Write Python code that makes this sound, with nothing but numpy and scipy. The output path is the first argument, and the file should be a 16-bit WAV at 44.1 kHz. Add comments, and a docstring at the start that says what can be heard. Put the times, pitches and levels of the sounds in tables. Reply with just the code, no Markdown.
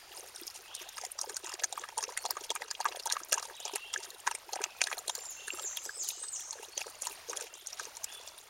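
"""A stream trickles below a plank bridge in a wood; close to the microphone a puppy soon laps from it.
The trickle is shaped noise with fine bubbles, and small birds whistle gliding tones that the trees draw out.
Each stroke of the tongue stirs slosh and spatter, made of bubble clouds and noise. Tongue and lips part in
wet smacks that ring in throat, mouth and water film; suction fizzes as noise and tiny bubbles.
Air pockets plop and wet clicks chirp as damped rings, and bursting beads tick as very short bright noise."""
import sys
import numpy as np
from scipy import signal
from scipy.fft import rfft, irfft, next_fast_len
from scipy.io import wavfile
from scipy.ndimage import map_coordinates

SR = 44100
rng = np.random.default_rng(int(sys.argv[2]) if len(sys.argv) > 2 else 0)


def materialize(psi):
    """Save the field psi as 16-bit PCM at rate SR to the path in sys.argv[1].

    A 1-D psi becomes a single channel; in a 2-D psi each row is a channel.
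    """
    bounded = np.clip(np.atleast_2d(psi).T, -1, 1)
    quanta = np.round(bounded * 32767).astype(np.int16)
    wavfile.write(sys.argv[1], SR, quanta)


N = 374409
TIME = np.arange(N) / SR
TOP_HZ = 16000  # upper limit of the microphone
LEAD_S = .01  # creaking before a film snaps

# strokes of the tongue through the water, three or four a second:
# start_s, time_in_water_s, slosh_db, spatter_db (both before the trims in stirred_water)
LAP_STROKES = [(.16, 0.12, -54, -55.5), (.35, 0.16, -66, -55), (.8, 0.034, -48, -52),
               (0.969, 0.089, -48, -55), (1.22, 0.11, -49, -58), (1.44, .17, -45, -59.5),
               (1.76, 0.092, -47.5, -56), (1.97, 0.16, -48, -58), (2.25, 0.17, -47.5, -59.5),
               (2.5, 0.2, -51.5, -61.5), (2.82, 0.15, -46.5, -62), (3.059, 0.14, -43.5, -64),
               (3.33, 0.18, -45.5, -59), (3.66, 0.1, -44.5, -60), (3.94, 0.16, -49.5, -58),
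               (4.28, 0.057, -52, -57), (4.54, 0.11, -40.5, -60.5), (4.829, 0.18, -49, -55),
               (5.079, 0.16, -53, -57), (5.48, 0.16, -49, -53), (5.85, 0.023, -51, -55),
               (6.03, 0.08, -57.5, -52.5), (6.201, 0.035, -47, -58), (6.56, 0.07, -46.5, -57.5),
               (6.79, 0.1, -47.5, -55), (7.019, 0.13, -49, -53.5), (7.27, .17, -48, -56),
               (7.791, 0.11, -51, -53), (8.09, 0.19, -55.5, -58.5)]


def amp(db):
    """Decibels to gain."""
    return 10 ** (np.asarray(db) / 20)


def unit(x):
    """Scale to rms 1."""
    return x / np.sqrt(np.mean(x ** 2) + 1e-20)


def one(x):
    """Scale to energy 1."""
    return x / (np.linalg.norm(x) + 1e-12)


def add(track, s, sound):
    """Mix a sound into the track from time s on."""
    start = max(round(s * SR), 0)
    part = track[start:start + len(sound)]
    part += sound[:len(part)]


def coloured(x, points):
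    """Filter x by a gain curve through (Hz, dB) points, straight over log frequency."""
    size = next_fast_len(N + 8192)
    hz, db = np.transpose(points)
    log_hz = np.log(np.fft.rfftfreq(size, 1 / SR) + 1)
    gain = amp(np.interp(log_hz, np.log(hz), db))
    return irfft(rfft(x, size) * gain, size)[:N]


def band(x, lo_hz, hi_hz, order=2):
    """Causal band-pass."""
    edges = [lo_hz, min(hi_hz, SR / 2 - 100)]
    return signal.lfilter(*signal.butter(order, edges, "band", fs=SR), x)


def wobble(rate):
    """A smooth random curve, rate knots a second."""
    knots = rng.standard_normal(int(N * rate / SR) + 4)
    return map_coordinates(knots, [TIME * rate], order=2)


def bubble(t, hz, life, rise):
    """A damped ring whose pitch climbs as the bubble nears the surface."""
    pitch = hz * (1 + rise * np.tanh(t / life / 2 - .5))
    tone = np.sin(2 * np.pi * np.cumsum(pitch, axis=-1) / SR)
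    return tone * np.exp(-t / life) * (1 - np.exp(-2 * t * hz))


def droplets(count, centre_hz, octaves, cycles, spread_db, size):
    """A cloud of tiny bubbles at random times and pitches, rms 1."""
    when, pitch, strength = rng.random((count, 3)).T[:, :, None]
    hz = centre_hz * 2 ** (octaves * (2 * pitch - 1))
    rings = amp(spread_db * strength ** 3) * bubble(np.arange(size) / SR, hz, cycles / hz, rise=0.059)
    places = (when * N).astype(int) + np.arange(size)
    return unit(np.bincount(places.ravel(), rings.ravel(), N)[:N])


def echo(x, t60, delay):
    """A diffuse answer of the same energy as x: noise that builds up over delay s and dies away."""
    t = TIME[:2 * SR]
    tail = rng.standard_normal(len(t)) * amp(-60 * t / t60) * (1 - np.exp(-(t / delay) ** 2))
    return signal.fftconvolve(x, one(tail))[:N]


def stream():
    """The steady trickle: fine bubbles that come and go on a soft wash."""
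    # louder when the microphone is turned towards it: time_s, level_db
    trickle_levels = [(0, -54.5), (1.2, -56.5), (4.3, -57), (5.4, -53.5), (6.5, -58.5), (7.2, -51),
                      (7.6, -60), (7.9, -52), (8.4, -57)]
    # spectrum of the running water: frequency_hz, gain_db
    stream_colour = [(25, -3), (95, -1.5), (190, -12), (430, -4.5), (850, -2.5), (1400, -1.5), (4200, -2),
                     (6500, -3.5), (9000, -8), (12000, -12), (16000, -13.5)]
    fizz = droplets(count=5000, centre_hz=2629, octaves=2.202, cycles=6.0, spread_db=10.0, size=500)
    surge = amp(.8 * wobble(6))
    level = amp(np.interp(TIME, *np.transpose(trickle_levels)))
    trickle = rng.standard_normal(N) + 0.5 * unit(fizz * amp(2 * wobble(14)))
    return level * surge * unit(coloured(trickle, stream_colour))


def slur(s, length, db, contour, count=24):
    """Points (s, Hz, dB) of one smoothly bending slur that swells to its middle and fades again."""
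    u = np.linspace(0, 1, count)
    steps = u * (len(contour) - 1)
    hz = map_coordinates(np.array(contour, float), [steps], order=2, mode="nearest")
    edge_drop_db = 6
    return np.transpose([s + u * length, hz, db - edge_drop_db * (2 * u - 1) ** 2])


def whistles(notes, waver, buzz, rate):
    """Gliding notes with a slight tremble in pitch; buzz widens it as a note drops from its top."""
    out, tremble = np.zeros(N), wobble(rate)
    for note in notes:
        s, hz, db = np.transpose(note)
        inside = (TIME >= s[0]) & (TIME <= s[-1])
        t = TIME[inside]
        pitch = np.interp(t, s, hz)
        drop_hz = np.maximum.accumulate(pitch) - pitch
        trembling_hz = pitch + (waver * pitch + buzz * drop_hz) * tremble[inside]
        tone = np.sqrt(2) * np.sin(2 * np.pi * np.cumsum(trembling_hz) / SR)
        out[inside] += amp(np.interp(t, s, db)) * tone * signal.windows.tukey(len(t), .08)
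    return out


def birds():
    """Twigs and grass scatter even the direct song, so that it flutters; the trees then draw it out."""
    # a near bird's four thin whistles, each ending in a downward flick; corners of each:
    # time_s, pitch_hz, level_db (before the split into direct and scattered song)
    near_notes = [
        [(5.08, 7284, -55), (5.28, 7240, -43.5), (5.33, 5800, -46)],
        [(5.48, 7280, -57), (5.52, 7420, -46), (5.635, 7480, -38.5), (5.655, 6860, -38.5), (5.685, 5650, -36)],
        [(5.825, 7440, -44), (5.86, 7900, -39), (5.93, 7950, -44), (5.968, 8160, -36.5), (5.98, 7750, -40),
         (6.003, 6940, -34.5), (6.04, 4860, -42)],
        [(6.16, 7430, -51), (6.2, 8127, -33), (6.27, 8080, -37), (6.305, 8300, -45), (6.342, 6840, -37),
         (6.375, 5430, -48)],
    ]
    # farther birds' slurs, heard mostly through the trees, and at 6.02 s the low fading tail of the
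    # near bird's downward flick: start_s, length_s, level_db (before the same split),
    # pitch_hz (a list at even steps through the note)
    slurs = [(0, .048, -59, [4900, 4510]), (0.633, 0.04, -58, [2600, 2500]),
             (0.669, 0.028, -53, [2750, 2940, 3400]), (0.701, .06, -50, [2760, 3340, 3900]),
             (0.764, .06, -59, [3200, 2300]), (2.149, 0.087, -56, [4700, 4150]),
             (3.536, 0.051, -52.5, [3100, 3950, 3100, 2500]),
             (3.602, 0.057, -49.5, [2800, 3400, 4100, 4700]), (3.663, 0.036, -52, [2600, 3300, 3100]),
             (3.775, .125, -50.5, [2600, 2830, 2750, 3200, 3500]), (4.586, 0.23, -59.5, [2680, 2437]),
             (5.364, .06, -52.5, [2700, 2700, 3300, 4700]), (5.788, 0.25, -58, [5000, 5100, 5500]),
             (6.021, 0.073, -51, [4700, 3800, 2600]), (6.712, 0.065, -52.5, [4300, 4760]),
             (7.503, 0.067, -56.5, [2760, 2950, 4000]), (8.062, 0.093, -53, [2500, 3200, 3500, 3300])]
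    near = whistles(near_notes, waver=.007, buzz=.17, rate=400) * amp(2.5 * wobble(90))
    slur_notes = [slur(*row) for row in slurs]
    slurred = whistles(slur_notes, waver=.018, buzz=0, rate=170) * amp(2.5 * wobble(60))
    direct = amp(-5.5) * near + amp(-1.5) * slurred
    grass = echo(amp(-5) * near, t60=0.071, delay=0.00074)
    near_trees = echo(amp(-0.8) * near, t60=0.81, delay=0.0096)
    slur_trees = echo(amp(1.5) * slurred, t60=0.92, delay=0.015)
    return direct + grass + near_trees + slur_trees


def stirring():
    """Strength of slosh and of spatter: each stroke raises both, holds them and lets them settle."""
    attack_s, slosh_release_s = .009, .026  # the water is stirred up at once, then settles
    spatter_release_s = 0.029  # flung drops keep falling a little longer
    slosh, spatter = np.full(N, amp(-58.5)), np.full(N, amp(-62))  # it is never quite still
    for s, length, slosh_db, spatter_db in LAP_STROKES:
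        near = slice(max(int((s - .5) * SR), 0), int((s + length + .5) * SR))
        t = TIME[near] - s
        attack = np.exp(np.minimum(t, 0) / attack_s)
        after = np.maximum(t - length, 0)
        slosh_stroke = amp(slosh_db) * attack * np.exp(-after / slosh_release_s)
        spatter_stroke = amp(spatter_db) * attack * np.exp(-after / spatter_release_s)
        slosh[near] = np.maximum(slosh[near], slosh_stroke)
        spatter[near] = np.maximum(spatter[near], spatter_stroke)
    return slosh, spatter


def stirred_water():
    """Low gurgles, fine spatter and bursting froth clump around the muzzle, on a soft splashy wash."""
    # spectrum of the low gurgling: frequency_hz, gain_db
    slosh_colour = [(210, -8), (290, -9), (420, 2), (2400, 4.5), (5000, -5)]
    # spectrum of the fine drops: frequency_hz, gain_db
    spatter_colour = [(1000, -34), (2500, -3), (5500, 9), (7000, 10.5), (9500, 13), (12000, -7),
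                      (16000, -26)]
    slosh_strength, spatter_strength = stirring()
    clumps = wobble(55)
    gurgles = droplets(count=1500, centre_hz=1000, octaves=1.75, cycles=1.7, spread_db=13, size=1200)
    drops = droplets(count=3500, centre_hz=4870, octaves=1.33, cycles=5, spread_db=18, size=300)
    froth = droplets(count=2500, centre_hz=12000, octaves=.4, cycles=2.4, spread_db=15, size=100)
    slosh = coloured(gurgles + 0.13 * rng.standard_normal(N), slosh_colour)
    spatter = coloured(drops + 0.38 * rng.standard_normal(N), spatter_colour)
    slosh = amp(-5.5) * unit(slosh * amp(2 * clumps))
    spatter = amp(5.5) * unit((unit(spatter) + 0.42 * froth) * amp(5.1 * clumps))
    return slosh * slosh_strength + spatter * spatter_strength


def wet_clicks():
    """Short high damped rings that chirp steeply upwards."""
    # short high wet clicks: start_s, pitch_hz, peak_db
    click_rows = [(1.117, 9500, -29), (1.344, 7000, -32), (1.463, 7100, -31), (1.795, 6800, -33.5),
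                  (3.234, 6180, -32.5), (3.342, 6600, -20), (3.976, 6700, -30), (4.839, 4430, -23.5),
                  (6.284, 5050, -36), (6.508, 6590, -25.5)]
    life_s = 0.0013
    out, t = np.zeros(N), TIME[:SR // 50]
    for s, hz, db in click_rows:
        ring = bubble(t, hz, life_s, rise=0.4) * (1 - np.exp(-t / life_s))
        add(out, s, amp(db) * ring / np.abs(ring).max())
    return out


def plops():
    """The tongue drags air under the surface, and each pocket rings briefly."""
    # air pockets closing in the water: start_s, pitch_hz, level_db (peak, before a small trim)
    air_pockets = [(0.4143, 339.6, -42), (0.9841, 1150, -36.5), (1.0358, 724, -32), (1.2405, 850, -34),
                   (1.272, 484, -40.5), (1.7763, 1127, -25.5), (1.973, 885, -31.5), (1.924, 870, -42.5),
                   (2.0785, 512, -37.5), (2.09, 1010, -33.5), (2.289, 747, -38), (2.9467, 730, -36.5),
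                   (3.376, 1010, -25), (3.732, 384.8, -37.5), (3.9604, 1679, -24), (4.5361, 756, -29.5),
                   (4.5626, 763, -29), (4.603, 419.4, -35.5), (4.9751, 689.4, -35.5), (5.504, 2698, -24),
                   (5.533, 361, -40.5), (5.587, 1270, -35), (5.8924, 1600, -30), (6.595, 443, -42),
                   (6.8166, 2550, -27), (6.865, 474, -40.5), (7.285, 467, -40.5)]
    ring_cycles = 2.4  # bigger pockets ring lower and longer
    out, t = np.zeros(N), TIME[:SR // 20]
    for s, hz, db in air_pockets:
        ring = bubble(t, hz, ring_cycles / hz, rise=0.041) * (1 - np.exp(-t / 0.0014))
        add(out, s, amp(db - 0.5) * ring / np.abs(ring).max())
    return out


def ticks():
    """Each bursting bead of froth is a very short, very high snap of noise."""
    # the brightest ticks: start_s, level_db (peak, before the trim)
    bead_bursts = [(0.414, -27), (2.3084, -16), (2.845, -24), (3.0568, -19), (3.2486, -28), (3.3238, -15),
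                   (5.1527, -27), (5.7699, -21), (6.0898, -18), (8.042, -23)]
    life_s, low_hz, trim_db = 0.00093, 9500, -3
    out, t = np.zeros(N), TIME[:SR // 100]
    for s, db in bead_bursts:
        snap = band(rng.standard_normal(len(t)) * np.exp(-t / life_s), low_hz, TOP_HZ)
        add(out, s, amp(db + trim_db) * snap / np.abs(snap).max())
    return out


def slurps():
    """A dense fizz of tiny bubbles that starts and stops with the suction."""
    # water sucked between tongue and lips: start_s, length_s, centre_hz, level_db
    suctions = [(0.183, 0.018, 9500, -52.5), (.535, 0.044, 7600, -49), (1.591, 0.015, 3300, -46),
                (2.077, 0.033, 5570, -49), (2.435, 0.012, 6140, -40), (2.747, 0.0057, 3960, -37.5),
                (3.175, .03, 9300, -47.5), (3.42, 0.027, 8000, -46.5), (4.023, 0.028, 6440, -45),
                (7.403, 0.069, 6256, -49), (7.682, 0.03, 6000, -47.5), (7.77, 0.068, 5250, -50),
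                (8.12, 0.034, 9300, -49)]
    half_width_octaves, attack_s, release_s = 0.34, 0.0034, 0.0025
    out, t = np.zeros(N), TIME[:SR // 8]
    fizz = droplets(count=14000, centre_hz=5920, octaves=1.47, cycles=1.8, spread_db=4.0, size=150)
    fizz = (fizz + 1.1 * rng.standard_normal(N)) * amp(3.1 * wobble(160))
    for s, length, hz, db in suctions:
        stretch = fizz[int(s * SR):][:len(t)]
        wet = band(stretch, hz / 2 ** half_width_octaves, hz * 2 ** half_width_octaves, order=1)
        shape = (1 - np.exp(-t / attack_s)) * np.exp(-np.maximum(t - length, 0) / release_s)
        add(out, s, amp(db) * unit(wet) * shape)
    return band(out, 600, 12000)


def beads(t, hz, life, count=3):
    """A few chirping bubbles shed in the moments around a contact, pitched near hz; energy 1."""
    out = np.zeros(len(t))
    for when, pitch, strength in rng.random((count, 3)):
        ring = bubble(t[:600], hz * 2 ** (.7 * (pitch - .5)), life, rise=.14)
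        add(out, .026 * when, amp(10 * strength) * ring * (1 - np.exp(-t[:len(ring)] / life)))
    return one(out)


def cavity(hz, below, above, spray, life, rise, hiss, hiss_life, spray_life, bead_life):
    """One wet resonance: the film creaks, snaps at LEAD_S, then smaller films tear; rms 1 over 10 ms."""
    t = TIME[:SR // 18]
    lo_hz, hi_hz = below * hz, above * hz  # the splash fills a band around the ring
    opening = 1 - np.exp(-t / .0005)
    ring = one(bubble(t, hz, life, rise) * opening)  # the pitch climbs as the cavity opens
    burst = rng.standard_normal(len(t)) * np.exp(-t / hiss_life) * opening
    click = one(ring + hiss * one(band(burst, lo_hz, hi_hz)))
    snap = np.pad(click, (round(LEAD_S * SR), 0))[:len(t)]

    apart = np.abs(t - LEAD_S)
    creak = .13 * np.exp(-apart / .0055)
    tearing = (.14 + apart / spray_life) * np.exp(-apart / spray_life)
    swell = np.where(t < LEAD_S, creak, tearing)
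    sparks = rng.standard_normal(len(t)) ** 5 * swell  # the fifth power leaves sparse strong impulses
    tears = one(signal.fftconvolve(sparks, click)[:len(t)])
    around = one(tears + 0.65 * beads(t, hz, bead_life))

    share = np.clip(spray, .06, 1)
    both = np.sqrt(1 - share) * snap + np.sqrt(share) * around
    return one(band(both, lo_hz, hi_hz, order=1)) * np.sqrt(SR / 100)


def smack(throat_hz, throat_db, mouth_hz, mouth_db, film_db):
    """One contact sounds the throat, the mouth and the thin film on the tongue; it snaps LEAD_S in."""
    t = TIME[:SR // 100]
    # energy share of the creak, tears and beads halves every 12.5 dB: harder snaps break more cleanly
    loudest_db = max(throat_db, mouth_db, film_db)
    spray = 0.22 * .5 ** ((loudest_db + 30.5) / 12.5)
    film_hz = 6406 * 2 ** (0.12 * rng.standard_normal())  # the film rings near one pitch
    throat = cavity(throat_hz, 0.57, 1.59, spray, life=0.0022, rise=0.06, hiss=0.47,
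                    hiss_life=0.00088, spray_life=0.0015, bead_life=0.001)
    mouth = cavity(mouth_hz, 0.45, 2.4, spray, life=0.0016, rise=0.15, hiss=0.84,
                   hiss_life=0.0019, spray_life=0.0017, bead_life=0.00096)
    film = cavity(film_hz, 0.76, 1.414, spray, life=0.00077, rise=0.11, hiss=2.5,
                  hiss_life=0.0011, spray_life=0.0011, bead_life=0.0011)
    sound = amp(throat_db) * throat + amp(mouth_db) * mouth + amp(film_db) * film
    # the rupture itself, very bright
    crack = band(rng.standard_normal(len(t)) * np.exp(-t / 0.00088), 8300, 15000)
    add(sound, LEAD_S + .0005, amp(film_db - 2.5) * crack)
    return sound


def smacks():
    """Smacks at set times, loud and soft, and faint ones at random while the tongue is in the water."""
    # contacts of tongue and lips: snap_s, throat_hz, throat_db, mouth_hz, mouth_db, film_db
    contacts = [(0.24, 600, -52, 2570, -60, -63), (0.7503, 945, -70, 4140, -53, -37),
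                (0.9808, 1220, -46.5, 1950.0, -48.5, -42), (1.014, 750, -55, 2510.0, -57, -42),
                (1.05, 820, -55, 2100, -47, -37), (1.1898, 1110, -44, 4590, -52, -35.5),
                (1.2139, 1126, -52, 4540, -57, -31.5), (1.2956, 870, -50.5, 1630.0, -48, -39.5),
                (1.3675, 1490, -48, 4460, -48, -32.5), (1.4445, 920, -49, 3300, -48, -44),
                (1.478, 1110, -51, 2820, -55, -50), (1.4942, 1040, -60, 2770, -48, -42),
                (1.539, 680.0, -49, 4600.0, -43, -38), (1.637, 720, -44.5, 1720, -36, -32.5),
                (1.6425, 755, -48, 1780, -54, -27), (1.888, 830, -49, 1980, -47.5, -48),
                (1.726, 769, -40.5, 3900, -42, -36.5), (1.8376, 1180, -39.5, 1630, -42, -60),
                (1.979, 554, -52, 4550, -43, -32.5), (1.9845, 873, -34.5, 3130.0, -45.5, -37),
                (2.0274, 1070, -40.5, 1700.0, -50, -36), (2.0385, 1000, -54, 2600, -43.5, -34.5),
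                (2.1745, 1450, -49, 2010, -34, -32.5), (2.2525, 763, -34.5, 3600, -44.0, -40),
                (2.26, 800, -40, 4214, -39.5, -36.5), (2.307, 1020, -39, 1605, -46, -32),
                (2.369, 1191, -36, 1500, -47, -45.5), (2.5039, 590, -38, 3430, -32.5, -33.5),
                (2.5138, 917, -39, 3760, -52, -39), (2.5527, 1143, -45, 1978, -54, -36),
                (2.5603, 1212, -38.5, 2250, -41.5, -48), (2.62, 730, -42.5, 1930, -38, -47),
                (2.7117, 969, -48, 1647, -45, -33), (2.803, 894, -33.5, 1766, -49, -41),
                (2.8099, 864, -52, 4570, -39, -44), (2.8544, 1157, -27, 1510.0, -36.5, -41),
                (2.861, 1109, -28.5, 1510.0, -53, -42), (2.886, 755, -54, 3840, -41, -54.0),
                (2.923, 990, -47, 2820, -43, -65), (2.997, 580, -51, 4300, -39, -53),
                (3.059, 873, -36, 4015, -46, -41), (3.0718, 845, -45, 1643, -53, -34.5),
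                (3.1004, 920.0, -47, 3890, -34, -55), (3.111, 1000, -46, 1630, -39, -53),
                (3.1238, 990, -48, 2060.0, -52, -27), (3.1669, 1170, -32.5, 1640, -41, -51),
                (3.323, 594, -35.5, 2840, -34, -34), (3.3288, 1370, -41, 1600, -34.5, -24),
                (3.3405, 1477, -53, 1549, -42, -32), (3.3811, 1050, -39, 2820, -42.5, -39),
                (3.4267, 1200, -43.5, 4183, -47, -42), (3.602, 702, -51, 3470, -55, -43.5),
                (3.653, 807, -44, 4400.0, -56, -35), (3.679, 710, -47.5, 3300, -42.5, -46),
                (3.758, 771, -41, 2610, -41, -30.5), (3.939, 1231, -45.5, 3370, -36, -33),
                (4.2698, 1480, -53, 1675, -36.5, -36), (4.2749, 1050, -27.5, 1550, -32, -33.5),
                (4.3127, 1030, -38.5, 2800, -41, -37), (4.3504, 754, -55, 2250, -43, -35),
                (4.491, 867, -46.5, 2400, -55, -72), (4.533, 764.4, -43, 4400, -38, -36),
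                (4.64, 960, -42.5, 2542, -34.5, -29.5), (4.816, 750.0, -39.5, 2480, -25.5, -26.5),
                (4.8389, 684, -46, 3890, -41, -37), (4.8707, 690.0, -60, 1767, -36.5, -39.5),
                (4.9153, 1160, -37.0, 2000, -47, -56), (4.928, 696, -40.5, 2390, -35, -49),
                (5.0802, 595, -45.5, 4140, -38, -33.5), (5.0966, 915, -38, 3590, -35, -33),
                (5.152, 1513, -52, 4750, -42, -37.5), (5.4813, 1460.0, -59, 1640, -41, -39),
                (5.5947, 880.0, -49, 3240, -47, -40.5), (5.772, 870, -58, 3310, -36, -43),
                (5.861, 547, -47.5, 3340.0, -58, -42.5), (6.088, 1050, -62, 4010.0, -64, -32.5),
                (6.5288, 882, -49.5, 4300, -44, -46), (6.7774, 573, -44.5, 3157, -38, -31.5),
                (6.8123, 829, -56, 2640, -44, -42), (7.021, 550, -52, 4400, -67, -33.5),
                (7.07, 953, -41, 4526, -40, -33.5), (7.297, 564.7, -51.0, 4670, -61, -37),
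                (7.331, 1118, -41, 1521, -46, -44), (7.41, 1462, -49, 2545, -49.5, -38.5),
                (7.468, 740, -56, 2600, -49, -57), (7.671, 1130, -75, 4350.0, -67, -36),
                (7.73, 946, -65, 2440, -54.5, -40), (7.7968, 1490, -47, 1560, -42.5, -40),
                (7.969, 900, -57, 4180.0, -55, -42), (8.043, 591, -61, 2220, -51, -32)]
    out = np.zeros(N)
    for s, *contact in contacts:
        add(out, s - LEAD_S - .0005, smack(*contact))

    usual_slosh_db = np.mean(LAP_STROKES, axis=0)[2]
    faint_hz = np.array([820, 2740])  # throat, mouth
    faint_db = np.array([-53, -54, -48.5])  # throat, mouth, film
    faint_per_s, follow, scatter_db, octaves = 15, 0.99, 1, 0.57  # follow: dB per dB of slosh
    for s, length, slosh_db, _ in LAP_STROKES:
        count = round(faint_per_s * length)
        for k in range(count):
            hz = faint_hz * 2 ** (octaves * rng.uniform(-1.1, 1, size=2))
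            db = faint_db + follow * (slosh_db - usual_slosh_db) + scatter_db * rng.standard_normal(size=3)
            start = s - LEAD_S + length * (k + rng.random()) / count
            add(out, start, smack(hz[0], db[0], hz[1], db[1], db[2]))
    return out


def scene():
    """The bridge and the bank give the lapping a short, weak answer; stream and birds lie behind."""
    lapping = smacks() + slurps() + ticks() + plops() + wet_clicks() + stirred_water()
    lapping = band(lapping, 231, SR / 2, order=5)  # the lapping has almost no sound below 230 Hz
    answer = amp(-8.5) * echo(lapping, t60=0.022, delay=0.0013)
    return (lapping + answer + stream() + birds())[None]


def record(dry):
    """The microphone has a narrow notch in the treble and a band limit."""
    size = next_fast_len(N + 8192)
    hz = np.fft.rfftfreq(size, 1 / SR)
    notch_hz, width_hz = 7900, 650
    detuning = notch_hz ** 2 - hz ** 2
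    notch = detuning / (detuning + 1j * hz * width_hz)
    return irfft(rfft(dry, size) * notch * (hz < TOP_HZ), size)[:, :N]


dry = scene()
out = record(dry)
materialize(out)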